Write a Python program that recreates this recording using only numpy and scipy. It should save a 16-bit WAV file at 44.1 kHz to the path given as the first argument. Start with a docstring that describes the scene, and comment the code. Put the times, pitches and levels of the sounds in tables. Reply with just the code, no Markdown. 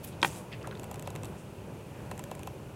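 """A dry meadow, heard through the body of a hand-held camera.
Faint low wind and a thin hiss make the bed, where a soft midrange rustle swells twice.
The grip shifts: fingers slide and scuff with a stick-slip grain, the shell creaks, and a double
knock rings the housing. Then a small control clicks in two uneven runs, its catch ticking over
each tooth and thudding into its seat."""
import sys
import numpy as np
from scipy import signal
from scipy.fft import rfft, irfft
from scipy.io import wavfile

SR = 44100
rng = np.random.default_rng(int(sys.argv[2]) if len(sys.argv) > 2 else 0)


def dump_mix(stems):
    """Bounce the given channels to the path in sys.argv[1] as a 16-bit WAV at rate SR."""
    frames = np.atleast_2d(stems).T  # one column per channel
    limited = np.clip(frames, -1, 1)  # hard clip at full scale
    pcm = np.round(limited * 32767).astype(np.int16)
    wavfile.write(sys.argv[1], SR, pcm)


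N = 121275
T = np.arange(N) / SR

# tone of the wind and of the hiss: f/Hz, relative level/dB
WIND_COLOUR = [(15, -59), (25, -33), (49, -11.5), (106, 0), (151, -0.5), (252, -10.5), (391, -8.5),
               (445, -10.5), (596, -11), (678, -17), (961, -17.5), (1110, -23), (1460, -24.5),
               (1630, -27.5), (2000, -33), (2600, -69), (4400, -120)]
HISS_COLOUR = [(1180, -34), (2000, -5.5), (2510, 1), (4010, -12), (4300, -10.5), (5070, -13), (6140, -11.5),
               (10400, -12.5), (16000, -19.5)]
# slow fader rides on the wind and the hiss: t/s, level offset/dB
WIND_RIDE = [(0, 0.5), (.55, 0.5), (1.15, 1.5), (1.6, -1), (2.0, 0), (2.75, 0.5)]
HISS_RIDE = [(0, 0.5), (.5, 0), (1.3, 0), (1.65, -0.5), (2.1, 1), (2.75, -0.5)]

# brief scuffs of the grip, plus two slow swells of soft midrange background rustle (0.42 s, 2.0 s):
# t/s, level/dB, attack/s, decay/s, centre f/Hz
SCUFFS_AND_RUSTLE = [(.13, -58, 0.0085, .02, 3330), (.42, -55, 0.23, 0.098, 830),
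                     (.53, -45, 0.011, 0.021, 2250), (.535, -58.5, 0.0072, 0.019, 4150),
                     (.616, -51, .006, 0.01, 2400), (.648, -43.5, 0.0069, 0.02, 1300),
                     (.722, -44, 0.0067, 0.0094, 1370), (1.06, -60, 0.0067, 0.022, 4130),
                     (1.255, -55.5, 0.0049, 0.011, 3500), (1.27, -61, 0.013, .04, 10000),
                     (1.394, -60, .02, 0.024, 7500), (2.0, -61.5, 0.095, 0.057, 1800)]
# fingers sliding on the housing: t/s, level/dB, attack/s, decay/s, centre f/Hz
FINGER_SLIDES = [(0.047, -45.5, 0.012, 0.0085, 12800), (.078, -51.5, 0.011, 0.023, 9500),
                 (.244, -48, 0.0055, 0.0052, 8500), (.257, -44.5, 0.0083, 0.017, 12200),
                 (.265, -47, 0.034, 0.057, 7400), (.33, -60, 0.024, 0.062, 8740),
                 (.385, -54, 0.053, 0.024, 8740)]
# tone of the broad rub under each slide: f/Hz, relative level/dB
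RUB_COLOUR = [(1000, -7), (2500, 0.5), (4500, -5), (7500, -3), (14000, -12)]
# tiny creaks of the shell: t/s, level/dB, centre f/Hz
SHELL_CREAKS = [(0.2177, -35.5, 4500), (0.5197, -48, 4180), (.5285, -42.5, 3000), (.629, -52, 4770),
                (0.712, -38.5, 2400), (0.729, -59, 3000), (.753, -41.5, 2930), (0.774, -47, 3300)]

# the catch passing its teeth: t/s, relative tick level/dB, drop level before expansion/dB
CATCH_CLICKS = [(0.6717, -35.5, -36.5), (0.7955, -36, -60), (0.8319, -39, -41.5), (0.8412, -38, -42.5),
                (0.912, -36, -39), (0.9419, -35.5, -44), (0.9567, -41, -44), (0.9944, -35, -57),
                (1.0236, -36, -44), (1.0731, -33.5, -35), (1.1027, -38, -41.5), (1.1522, -38.5, -40.5),
                (1.1593, -35, -42), (1.2326, -36.5, -39.5), (1.2453, -36.5, -56), (1.2539, -37, -46),
                (2.1127, -34, -34), (2.177, -38, -46), (2.1922, -33.5, -38), (2.2383, -34, -50),
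                (2.3128, -34.5, -34), (2.3501, -37.5, -51), (2.3923, -40.5, -43), (2.4314, -37, -59),
                (2.4717, -35, -34.5)]
# tone of the catch's tick and of its settling rattle: f/Hz, relative level/dB
TICK_COLOUR = [(600, -10), (1800, 2.5), (2800, 1.5), (4000, -1.5), (4900, -11.5), (6000, -1), (7800, 5),
               (9500, -4), (11500, -1), (15500, -14)]
RATTLE_COLOUR = [(600, 11), (1100, -9), (2000, -7), (3000, -3.5), (4500, -14.5), (8000, -14)]
# resonances of the control's seat: f/Hz, level/dB, t60/s
SEAT_MODES = [(533, 0.5, 0.031), (783, 7, 0.02), (1013, 2.5, 0.035), (1290, -5.5, 0.024), (1800, -18, 0.06),
              (2670, -10, 0.06)]

# contacts that make up the double knock: t/s, force level/dB, low-pass f/Hz
KNOCK_CONTACTS = [(.2288, -13.5, 6000), (0.2319, -22, 3200), (.2470, -16.5, 3380), (0.261, -31, 2200)]
# resonances of the housing: f/Hz, level/dB, t60/s
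HOUSING_MODES = [(181, -19.5, 0.2), (350, -13, 0.044), (571, -19, 0.069), (780, -9.5, 0.042),
                 (925, -10.5, 0.043), (1300, -17, 0.052), (1554, -15.5, 0.034), (1850, -3.5, 0.022),
                 (2400, -9.5, 0.033), (2760, -5, 0.019), (3200, -7, 0.019), (3470, -6, 0.0067),
                 (4360, -10.5, 0.014)]
# tone of the crack on each contact: f/Hz, relative level/dB
CRACK_COLOUR = [(1000, 17), (4000, -7.5), (7500, -7), (11000, -12), (15000, -29)]


def from_db(db):
    """Decibels to gain."""
    return 10 ** (np.asarray(db) / 20)


def unit_rms(x):
    """Scale to unit rms."""
    return x / np.sqrt(np.mean(x ** 2) + 1e-20)


def butter(x, order, hz, kind="low"):
    """Butterworth filter, low-pass by default."""
    return signal.sosfilt(signal.butter(order, hz, kind, fs=SR, output="sos"), x)


def noise(colour):
    """Unit-rms noise of the given colour, rolling off 24 dB an octave beyond its ends."""
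    hz, db = np.transpose(colour)
    f = np.maximum(np.arange(N // 2 + 1) * SR / N, 1)
    skirts = np.minimum(f / hz[0], 1) ** 4 * np.minimum(hz[-1] / f, 1) ** 4
    eq = from_db(np.interp(np.log(f), np.log(hz), db))
    return unit_rms(irfft(rfft(rng.standard_normal(N)) * skirts * eq, N))


def swell(s, attack, decay):
    """Envelope that rises smoothly to 1 at time s and dies exponentially; all in seconds."""
    return np.exp(-(np.minimum(T - s, 0) / attack) ** 2 - np.maximum(T - s, 0) / decay)


def impulse(s, db):
    """One sharp push at time s."""
    return from_db(db) * (np.arange(N) == int(s * SR))


def ring(force, modes):
    """A force sets each mode ringing as a dying sine; polarities alternate."""
    out = np.zeros(N)
    for k, (hz, db, t60) in enumerate(modes):
        radius, angle = from_db(-60 / (t60 * SR)), 2 * np.pi * hz / SR
        feedback = [1, -2 * radius * np.cos(angle), radius ** 2]
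        out += (-1) ** k * from_db(db) * signal.lfilter([0, np.sin(angle)], feedback, force + 1e-18)
    return out


def band_swells(cues, width):
    """Swells of noise, each in its own band; width is a share of the centre frequency."""
    out = np.zeros(N)
    spread = 1 + width / 2
    for s, db, attack, decay, hz in cues:
        band = butter(rng.standard_normal(N), 2, [hz / spread, hz * spread], "band")
        out += from_db(db) * swell(s, attack, decay) * unit_rms(band)
    return out


def meadow_air():
    """The bed: low wind in slight gusts under a thin, nearly steady hiss."""
    gust_db = noise([(1, 0), (2.74, 0)])   # 1 dB rms of wobble, about 1 to 3 times a second
    wind_db = -43.5 + np.interp(T, *np.transpose(WIND_RIDE)) + gust_db
    hiss_db = -59.5 + np.interp(T, *np.transpose(HISS_RIDE))
    return from_db(wind_db) * noise(WIND_COLOUR) + from_db(hiss_db) * noise(HISS_COLOUR)


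def grip_and_rustle():
    """Fingers slide, scuff and make the shell creak; a soft midrange rustle swells behind them."""
    rub_envelope = sum(from_db(db - 3.5) * swell(s, attack, decay)
                       for s, db, attack, decay, _ in FINGER_SLIDES)
    slides = rub_envelope * noise(RUB_COLOUR) + band_swells(FINGER_SLIDES, width=0.57)
    scuffs_and_rustle = band_swells(SCUFFS_AND_RUSTLE, width=0.49)
    grain_db = 2.0 * noise([(24.6, 0), (246, 0)])   # stick-slip of skin; the rustle shares this flutter
    creak_attack_s, creak_decay_s = 0.00059, 0.0013
    creaks = [(s, db, creak_attack_s, creak_decay_s, hz) for s, db, hz in SHELL_CREAKS]
    return from_db(grain_db) * (slides + scuffs_and_rustle) + band_swells(creaks, width=0.8)


def control_clicks():
    """The catch scrapes over a tooth with a bright tick, thuds into its seat and rattles to rest."""
    attack_s, tick_lag_s, drop_lag_s = 0.00068, 0.0014, 0.002347
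    tick_envelope = sum(from_db(db - 3.5) * swell(s + tick_lag_s, attack_s, decay=0.0014)
                        for s, db, _ in CATCH_CLICKS)
    pivot_db, expansion = -19, 1.26   # pushes the soft drops further down
    drops = [(s + drop_lag_s, pivot_db + expansion * (db - pivot_db)) for s, _, db in CATCH_CLICKS]
    thuds = ring(sum(impulse(s, db + 1.5) for s, db in drops), SEAT_MODES)
    rattle_envelope = sum(from_db(db - 6.5) * swell(s, attack_s, decay=0.0081) for s, db in drops)
    return tick_envelope * noise(TICK_COLOUR) + thuds + rattle_envelope * noise(RATTLE_COLOUR)


def housing_knocks():
    """Hard and soft contacts ring the housing, each with a midrange punch and a short crack."""
    force = sum(butter(impulse(s, db) + 1e-18, 2, hz) for s, db, hz in KNOCK_CONTACTS)
    # the punch is the contact itself, ahead of the ringing
    punch_low_hz, punch_high_hz, punch_gain_db = 696, 4060, 24
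    punch = butter(force, 1, punch_low_hz, "high")
    punch = signal.sosfilt(signal.cheby1(4, 2, punch_high_hz, fs=SR, output="sos"), punch)
    strongest_db = max(db for _, db, _ in KNOCK_CONTACTS)
    crack_envelope = sum(from_db(db - strongest_db - 21) * swell(s, attack=0.00035, decay=0.003)
                         for s, db, _ in KNOCK_CONTACTS)
    crack = crack_envelope * noise(CRACK_COLOUR)
    return from_db(punch_gain_db) * punch + ring(force, HOUSING_MODES) + crack


def scene():
    """Mono mix: handling sounds arrive close and dry through the body, over the meadow bed."""
    return (housing_knocks() + control_clicks() + grip_and_rustle() + meadow_air())[None]


def record(dry):
    """A steep high cut takes off the very top."""
    cutoff_hz = 15800
    return signal.sosfilt(signal.ellip(10, .1, 70, cutoff_hz, fs=SR, output="sos"), dry)


dry = scene()
out = record(dry)
dump_mix(out)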